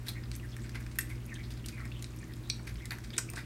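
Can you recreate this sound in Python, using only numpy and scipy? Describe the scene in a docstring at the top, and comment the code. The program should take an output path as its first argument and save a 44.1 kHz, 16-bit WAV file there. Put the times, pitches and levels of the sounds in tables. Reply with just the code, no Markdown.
"""Kittens eat wet food from plates on the floor of a small room, close to a hand-held camera.
From the start an appliance hums in wavering lines over noise rumble and hiss, with faint random nibbling.
Bursts of tiny pops make clicks and smacks, gliding bubbles squelch, and short noise knocks nudge the plates.
Bites snap in damped resonances near 1.0, 2.5 and 3.2 s; the hum sinks after 1.9 s as the camera moves away,
and a dull noise rustle joins at 3.0 s. The floor and the walls answer every sound of the kittens."""
import sys
import numpy as np
from scipy import signal
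from scipy.fft import rfft, irfft, next_fast_len
from scipy.io import wavfile
from scipy.ndimage import map_coordinates

SR = 44100
rng = np.random.default_rng(int(sys.argv[2]) if len(sys.argv) > 2 else 0)


def store_pcm(level_fs):
    """Save levels as 16-bit WAV."""
    pcm = np.round(np.clip(level_fs, -1, 1) * 32767).astype(np.int16)
    wavfile.write(sys.argv[1], SR, np.atleast_2d(pcm).T)


N = 152145
T = np.arange(N) / SR

# Steady lines of the appliance. Each row: frequency in Hz, rms level in dB.
HUM_LINES = [(59, -47), (120, -44), (221.5, -60.5), (240, -58), (304, -73), (341, -65), (397.5, -75.5),
             (480, -78), (599.5, -73)]
# Fade of those lines as the camera moves away. Each row: time in seconds, gain in dB.
HUM_FADE = [(0, 0), (1.0, 0.5), (1.9, 0), (2.7, -1.9), (3.45, -3.5)]
# Colour of the appliance's rumble. Each row: frequency in Hz, relative level in dB.
RUMBLE_COLOUR = [(20, -35), (32, -16), (42, 0), (56, 6), (75, -4.5), (108, 3.5), (135, -6.5), (168, -3.5),
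                 (190, -9), (220, -5.5), (260, -12), (315, -5), (390, -14), (450, -20.5), (700, -27.5),
                 (1500, -36.5)]
# Colour of the room and microphone hiss. Each row: frequency in Hz, relative level in dB.
HISS_COLOUR = [(100, -12.5), (600, 2.5), (1200, 7), (2100, 5), (3000, 6.5), (6000, -3), (9000, -8.5),
               (11000, -7), (15500, -7)]
# Rustle as the camera swings away. Each row: time in seconds, level in dB.
SWING_LEVEL = [(3.0, -68), (3.2, -55), (3.3, -58), (3.45, -62)]
# Soft knocks of paws and muzzles against plate and sheet.
# Each row: start in seconds, decay in seconds, level in dB of the noise before its envelope.
NUDGES = [(.085, 0.011, -48.5), (.568, .006, -61), (.747, 0.017, -49), (1.853, 0.0057, -45),
          (2.598, 0.0045, -47), (2.674, 0.018, -57), (2.912, 0.032, -49), (3.184, 0.0067, -36.5),
          (3.334, 0.0056, -40), (3.372, 0.014, -44.5)]
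# Squelches in the mouth. Each row: start in seconds, length in seconds, first pitch in Hz,
# last pitch in Hz, level in dB as an rms over that length.
SQUELCHES = [(.083, .011, 3880, 3830, -33.5), (0.153, .035, 2150, 2010, -49.5),
             (.397, 0.006, 2800, 2520, -47.5), (0.426, 0.033, 1920, 1740, -53),
             (0.488, 0.042, 5400, 5200, -60), (0.52, 0.027, 3460, 3340, -53), (0.582, .02, 1790, 1950, -56),
             (0.616, 0.033, 7400, 7500, -59.5), (0.769, 0.033, 2200, 2100, -58),
             (1.095, .035, 2250, 2140, -47.5), (1.278, 0.036, 2540, 2170, -52),
             (1.312, 0.025, 2030, 1860, -45.5), (1.351, 0.015, 3100, 3300, -46),
             (1.357, .018, 1880, 1860, -52), (1.382, 0.034, 2280, 2150, -50.5),
             (1.642, 0.008, 2850, 3160, -44.5), (1.724, .035, 2540, 2270, -53),
             (1.768, 0.053, 2240, 1990, -50), (1.776, 0.051, 1630, 1340, -53.5),
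             (1.835, 0.031, 2240, 2050, -52), (1.916, 0.0091, 3020, 3200, -44),
             (1.943, 0.06, 3150, 2940, -52), (2.202, .05, 2300, 2050, -59.5),
             (2.228, .004, 2180, 1880, -46), (2.293, .03, 1920, 1860, -56.5),
             (2.44, 0.035, 3700, 3700, -57), (2.782, .022, 3180, 3360, -53.5),
             (2.799, .07, 2220, 2100, -53.5), (3.13, 0.011, 3180, 3400, -42.5),
             (3.138, 0.035, 3700, 3540, -48), (3.288, 0.0057, 2600, 2750, -41.5),
             (3.368, 0.011, 1510, 1960, -39.5)]
# The four bands of a mouth sound. Each row: low edge in Hz, high edge in Hz.
MOUTH_BANDS = [(1450, 2540), (3200, 5080), (5300, 9620), (9800, 14800)]
# Wet smacks, and a few brief clicks that lead into or follow the loud bites. Each row: start in seconds, decay
# in seconds, then the level in dB of each mouth band from low to high, as an rms over one decay time.
SMACKS = [(.063, 0.024, -50.5, -47, -55, -51), (.082, 0.0085, -45, -45, -43.5, -36.5),
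          (0.331, 0.013, -53.5, -51.5, -55, -67), (.635, 0.035, -54.5, -59, -68, -70),
          (0.745, 0.015, -41.5, -48, -56.5, -54.5), (0.799, 0.013, -51.5, -67, -58, -56),
          (.91, .012, -60, -56, -58, -68), (.955, 0.0057, -51, -56, -56, -51),
          (0.9869, 0.0022, -28, -33, -35, -42), (1.008, 0.0049, -46, -46, -41, -53),
          (1.09, 0.029, -54, -58, -59, -54.5), (1.43, 0.023, -58.5, -51.5, -73, -71),
          (1.509, 0.012, -57, -50, -55.5, -60), (1.568, 0.0089, -59, -52.5, -73, -72),
          (1.685, 0.007, -47.5, -47, -53, -48), (2.493, 0.0015, -51, -48, -53, -46),
          (2.667, 0.016, -44.5, -48, -52.5, -53), (2.912, 0.02, -40.5, -73, -61, -49.5),
          (3.035, 0.02, -55, -52.5, -56, -62), (3.135, 0.0059, -47, -56, -56, -58),
          (3.1653, 0.0017, -43, -52, -46, -53), (3.178, 0.0015, -34, -44, -37, -59),
          (3.182, 0.005, -42.5, -38, -35, -35.5), (3.356, 0.012, -49.5, -46.5, -45.5, -57),
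          (3.375, 0.018, -43, -47.5, -54.5, -55)]
# Tongue and tooth clicks. Each row: start in seconds, a peak level in dB that is not used,
# then the level in dB of each mouth band from low to high, as an rms over one decay time.
CLICKS = [(0.2369, -38, -45.5, -43.5, -76, -84), (0.3146, -33, -43, -36, -42, -51),
          (0.352, -31, -47, -60, -39, -48), (0.3614, -34, -56, -72, -45.5, -36.5),
          (0.5657, -36, -40.5, -53, -45, -47), (0.6926, -36, -44.5, -43.5, -47, -49),
          (0.8637, -35, -41, -50, -49, -64), (0.9865, -13, -38, -42, -30.5, -20.5),
          (1.262, -34, -72, -75, -57, -42.5), (1.3412, -31, -59, -45, -41, -51),
          (1.5051, -38, -49.5, -42.5, -51, -50), (1.6596, -29, -49, -37, -37, -37),
          (1.6844, -30, -54, -36, -36, -48), (1.8525, -39, -42, -48, -48, -48),
          (2.0242, -34, -46, -39.5, -38, -40.5), (2.0421, -27, -45, -35, -40.5, -55),
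          (2.163, -39, -77, -81, -55, -46.5), (2.1874, -41, -71, -67, -48, -66),
          (2.336, -38, -64, -44.5, -57, -49), (2.4992, -16, -48.5, -28, -47, -47),
          (2.595, -42, -46, -72, -69, -68), (2.7551, -39, -48, -44, -66, -72),
          (2.8552, -29, -46, -39.5, -38, -39.5), (2.9066, -24, -33.5, -29.5, -41, -37),
          (2.9184, -25, -36, -37.5, -43, -42), (2.9841, -38, -41, -62, -51, -47),
          (3.1035, -36, -46.5, -38.5, -61, -56), (3.1802, -13, -30, -27.5, -24, -49),
          (3.3, -30, -56, -54, -36, -36.5), (3.3343, -36, -41.5, -46, -44, -45)]
# Resonances rung by the loud bites. Each row: start in seconds, frequency in Hz,
# level in dB before attack and doubling, time in seconds to fall by 60 dB.
BITE_RINGS = [(0.9871, 1837, -20, 0.0086), (.9875, 2520, -21.5, 0.0057), (.9876, 8450, -16.5, 0.0041),
              (.9875, 6810, -24, 0.005), (.9914, 11600, -11.5, 0.0043), (1.0078, 8100, -30.5, 0.014),
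              (2.4993, 2400, -26.5, 0.0092), (2.4996, 3980, -23, 0.0084), (2.5003, 4470, -20, 0.0075),
              (2.4992, 5670, -19, 0.01), (2.4993, 8240, -23, 0.0048), (2.504, 4270, -17.5, 0.0072),
              (3.1797, 8440, -16.5, 0.0056), (3.1806, 7990, -14.5, 0.0064), (3.183, 5600, -5, 0.002),
              (3.183, 1450, -29, 0.013), (3.1859, 1900, -18, 0.0035), (3.1852, 6920, -15, 0.0041),
              (3.1856, 5250, -15.5, 0.0034)]
# Decay of the room. Each row: frequency in Hz, time in seconds to fall by 60 dB.
ROOM_DECAY = [(300, 0.1), (2000, 0.28), (6000, 0.24), (14000, 0.18)]
# Tone of the small microphone. Each row: frequency in Hz, gain in dB.
MICROPHONE_TONE = [(20, 6), (40, -0.5), (1000, -0.5), (2400, -2.5), (2950, -7.5), (3800, -4.5),
                   (9300, -1.5), (10500, -7.5), (11800, -3.5), (14000, -10), (15900, -8)]

HUM_WAVER_DB, HUM_DRIFT_RAD = 0.5, 0.04
RUMBLE_DB, HISS_DB = -46, -57.5
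NIBBLES_PER_S, NIBBLE_DB, NIBBLE_HZ = 52, -64, 7000
MUNCHES_PER_S, MUNCH_DB, MUNCH_HZ = 160, -69.5, 2034
BUBBLES_PER_S, BUBBLE_SCATTER, BUBBLE_CYCLES, BUBBLE_SPREAD_DB = 420, 0.061, 5.5, 3.5
POPS_PER_S, POP_SPREAD_DB = 1300, 4.5
SOFT_RISE_S = 0.0038  # shared by smacks and nudges
CLICK_RISE_S, CLICK_DECAY_S = 0.0011, 0.0014
BITE_RISE_S, BITE_ROUGH_RAD, BITE_ROUGH_PER_S = 0.00062, 0.23, 1455
FLOOR_S, FLOOR_DB, ROOM_DB = 0.0044, -11.5, -9
TOP_HZ = 15900  # band limit of the camera


def amp(db):
    """Turn decibels into gain."""
    return 10 ** (np.asarray(db) / 20)


def unit(x):
    """Scale a sound to rms 1."""
    return x / np.sqrt(np.mean(x ** 2) + 1e-20)


def along(points, hz):
    """Read a curve of frequency points on a log axis."""
    f, v = np.transpose(points)
    return np.interp(np.log(hz + 1), np.log(f + 1), v)


def wobble(rate, times=T):
    """Draw a smooth random curve with the given number of knots a second."""
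    knots = rng.standard_normal(int(len(times) * rate / SR) + 4)
    return map_coordinates(knots, [times * rate])


def filtered(x, response):
    """Shape a sound by a gain that depends on frequency."""
    m = next_fast_len(N + SR // 2)
    return irfft(rfft(x, m) * response(np.fft.rfftfreq(m, 1 / SR)), m)[:N]


def noise(colour):
    """Make coloured noise of rms 1."""
    return unit(filtered(rng.standard_normal(N), lambda hz: amp(along(colour, hz))))


def band(x, edges):
    """Keep one band, filtering forward in time only."""
    return signal.sosfilt(signal.butter(3, edges, 'bandpass', fs=SR, output='sos'), x)


def add(track, s, sound):
    """Mix a sound into the track at s seconds."""
    part = track[max(round(s * SR), 0):][:len(sound)]
    part += sound[:len(part)]


def grains(times, hz, gains, cycles, size=500):
    """Ring damped sines that fall by 1/e in the given number of cycles."""
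    k = np.arange(size)
    turns = hz[:, None] * k / SR
    envelope = np.exp(-turns / cycles) * (1 - np.exp(-2 * turns))
    waves = gains[:, None] * np.sin(2 * np.pi * turns) * envelope
    positions = (times * SR).astype(int)[:, None] + k
    return np.bincount(positions.ravel(), waves.ravel(), N)[:N]


def hiss():
    """Room and microphone give a steady coloured noise."""
    return amp(HISS_DB) * noise(HISS_COLOUR)


def appliance():
    """Motor and mains lines waver slightly in level and phase over a low noise rumble."""
    lines = np.zeros(N)
    for hz, db in HUM_LINES:
        gain = amp(db + HUM_WAVER_DB * wobble(4.68)) * np.sqrt(2)  # rms to peak
        phase = 2 * np.pi * (hz * T + rng.random()) + HUM_DRIFT_RAD * wobble(2.9)
        lines += gain * np.sin(phase)
    fade = amp(np.interp(T, *np.transpose(HUM_FADE)))
    return lines * fade + amp(RUMBLE_DB) * noise(RUMBLE_COLOUR)


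def handling():
    """The hand on the turning camera rubs out a dull band of noise."""
    level = amp(np.interp(T, *np.transpose(SWING_LEVEL), left=-120))
    return level * unit(band(rng.standard_normal(N), (170, 455)))


def litter(rate, centre_hz, scatter, cycles):
    """Faint mouth sounds are short damped rings at random moments, pitches and strengths."""
    when, pitch, strength = rng.random((int(rate * N / SR), 3)).T
    hz = np.minimum(centre_hz * np.exp(scatter * (2 * pitch - 1)), TOP_HZ)
    gains = amp(np.log(strength))  # mostly within a few dB of the strongest
    return unit(grains(when * N / SR, hz, gains, cycles))


def other_kittens():
    """The other kittens tick brightly with nibbles and chew in a lower, denser patter."""
    nibbles = litter(NIBBLES_PER_S, NIBBLE_HZ, scatter=1.0, cycles=2.25)
    munching = litter(MUNCHES_PER_S, MUNCH_HZ, scatter=0.26, cycles=1)
    return amp(NIBBLE_DB) * nibbles + amp(MUNCH_DB) * munching


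def nudges():
    """Dull, brief knocks are bursts of band noise without any ring."""
    out, t = np.zeros(N), np.arange(SR // 8) / SR
    for s, decay_s, db in NUDGES:
        shape = (1 - np.exp(-t / SOFT_RISE_S)) * np.exp(-t / decay_s)
        thud = unit(band(rng.standard_normal(len(t)), (590, 1340)))
        add(out, s, amp(db) * shape * thud)
    return out


def squelches():
    """Tiny bubbles ring a mouth cavity whose pitch glides as the jaw moves."""
    out = np.zeros(N)
    for s, length, first_hz, last_hz, db in SQUELCHES:
        count = max(int(length * BUBBLES_PER_S), 2)
        place = (np.arange(count) + rng.random(count)) / count  # one bubble in each equal slice
        glide = first_hz + (last_hz - first_hz) * place
        hz = glide * np.exp(BUBBLE_SCATTER * rng.standard_normal(count))
        gains = amp(BUBBLE_SPREAD_DB * rng.standard_normal(count))
        run = grains(s + place * length, hz, gains, BUBBLE_CYCLES)
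        out += amp(db) * unit(run) * np.sqrt(length * SR / N)
    return out


def wet_burst(rise_s, decay_s, levels_db, size=6000):
    """A film of moisture tears in a dying run of tiny pops, coloured by the mouth."""
    t = np.arange(size) / SR
    struck = rng.random(size) < POPS_PER_S / SR
    pops = struck * rng.choice([-1, 1], size) * amp(POP_SPREAD_DB * rng.standard_normal(size))
    shape = (1 - np.exp(-t / rise_s)) * np.exp(-t / decay_s)
    tear = (pops + 0.14 * rng.standard_normal(size)) * shape  # a little breath of noise between pops
    coloured = sum(amp(db) * unit(band(tear, edges)) for edges, db in zip(MOUTH_BANDS, levels_db))
    return coloured * np.sqrt(decay_s * SR / size)


def smacks():
    """Lips part slowly, so their wet tear swells and dies more gently; a few very short rows are brief clicks
    that lead into or follow a loud bite."""
    out = np.zeros(N)
    for s, decay_s, *levels in SMACKS:
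        add(out, s, wet_burst(SOFT_RISE_S, decay_s, levels))
    return out


def clicks():
    """Tongue and teeth part at once, in a very short wet tear."""
    out = np.zeros(N)
    for s, _, *levels in CLICKS:
        add(out, s, wet_burst(CLICK_RISE_S, CLICK_DECAY_S, levels))
    return out


def bites():
    """Each loud bite rings a few heavily damped resonances, roughened by phase jitter."""
    out, t = np.zeros(N), np.arange(SR // 20) / SR
    for s, hz, db, t60 in BITE_RINGS:
        slip = BITE_ROUGH_RAD * wobble(BITE_ROUGH_PER_S, t)
        envelope = 2 * amp(db - 60 * t / t60) * (1 - np.exp(-t / BITE_RISE_S))
        add(out, s, envelope * np.sin(2 * np.pi * hz * t + slip))
    return out


def room(x):
    """One bounce off the floor, then a short diffuse tail, drawn anew every third of a second."""
    out = x.copy()
    add(out, FLOOR_S, amp(FLOOR_DB) * x)
    step = SR // 3
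    for start in range(0, N, step):
        hz, t, z = signal.stft(rng.standard_normal(step), SR, nperseg=256)
        decay = amp(-60 * t / along(ROOM_DECAY, hz)[:, None])
        tail = signal.istft(z * decay, SR, nperseg=256)[1]
        answer = signal.fftconvolve(x[start:start + step], tail / np.linalg.norm(tail))
        add(out, start / SR + FLOOR_S, amp(ROOM_DB) * answer)
    return out


def scene():
    """The feeding kittens sound in the room, over hum, rustle and hiss."""
    background = hiss() + appliance() + handling()
    kittens = other_kittens() + nudges() + squelches() + smacks() + clicks() + bites()
    return (background + room(kittens))[None]


def record(dry):
    """The small microphone colours the tone; the camera keeps nothing above its band limit."""
    return filtered(dry[0], lambda hz: amp(along(MICROPHONE_TONE, hz)) * (hz < TOP_HZ))[None]


dry = scene()
out = record(dry)
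store_pcm(out)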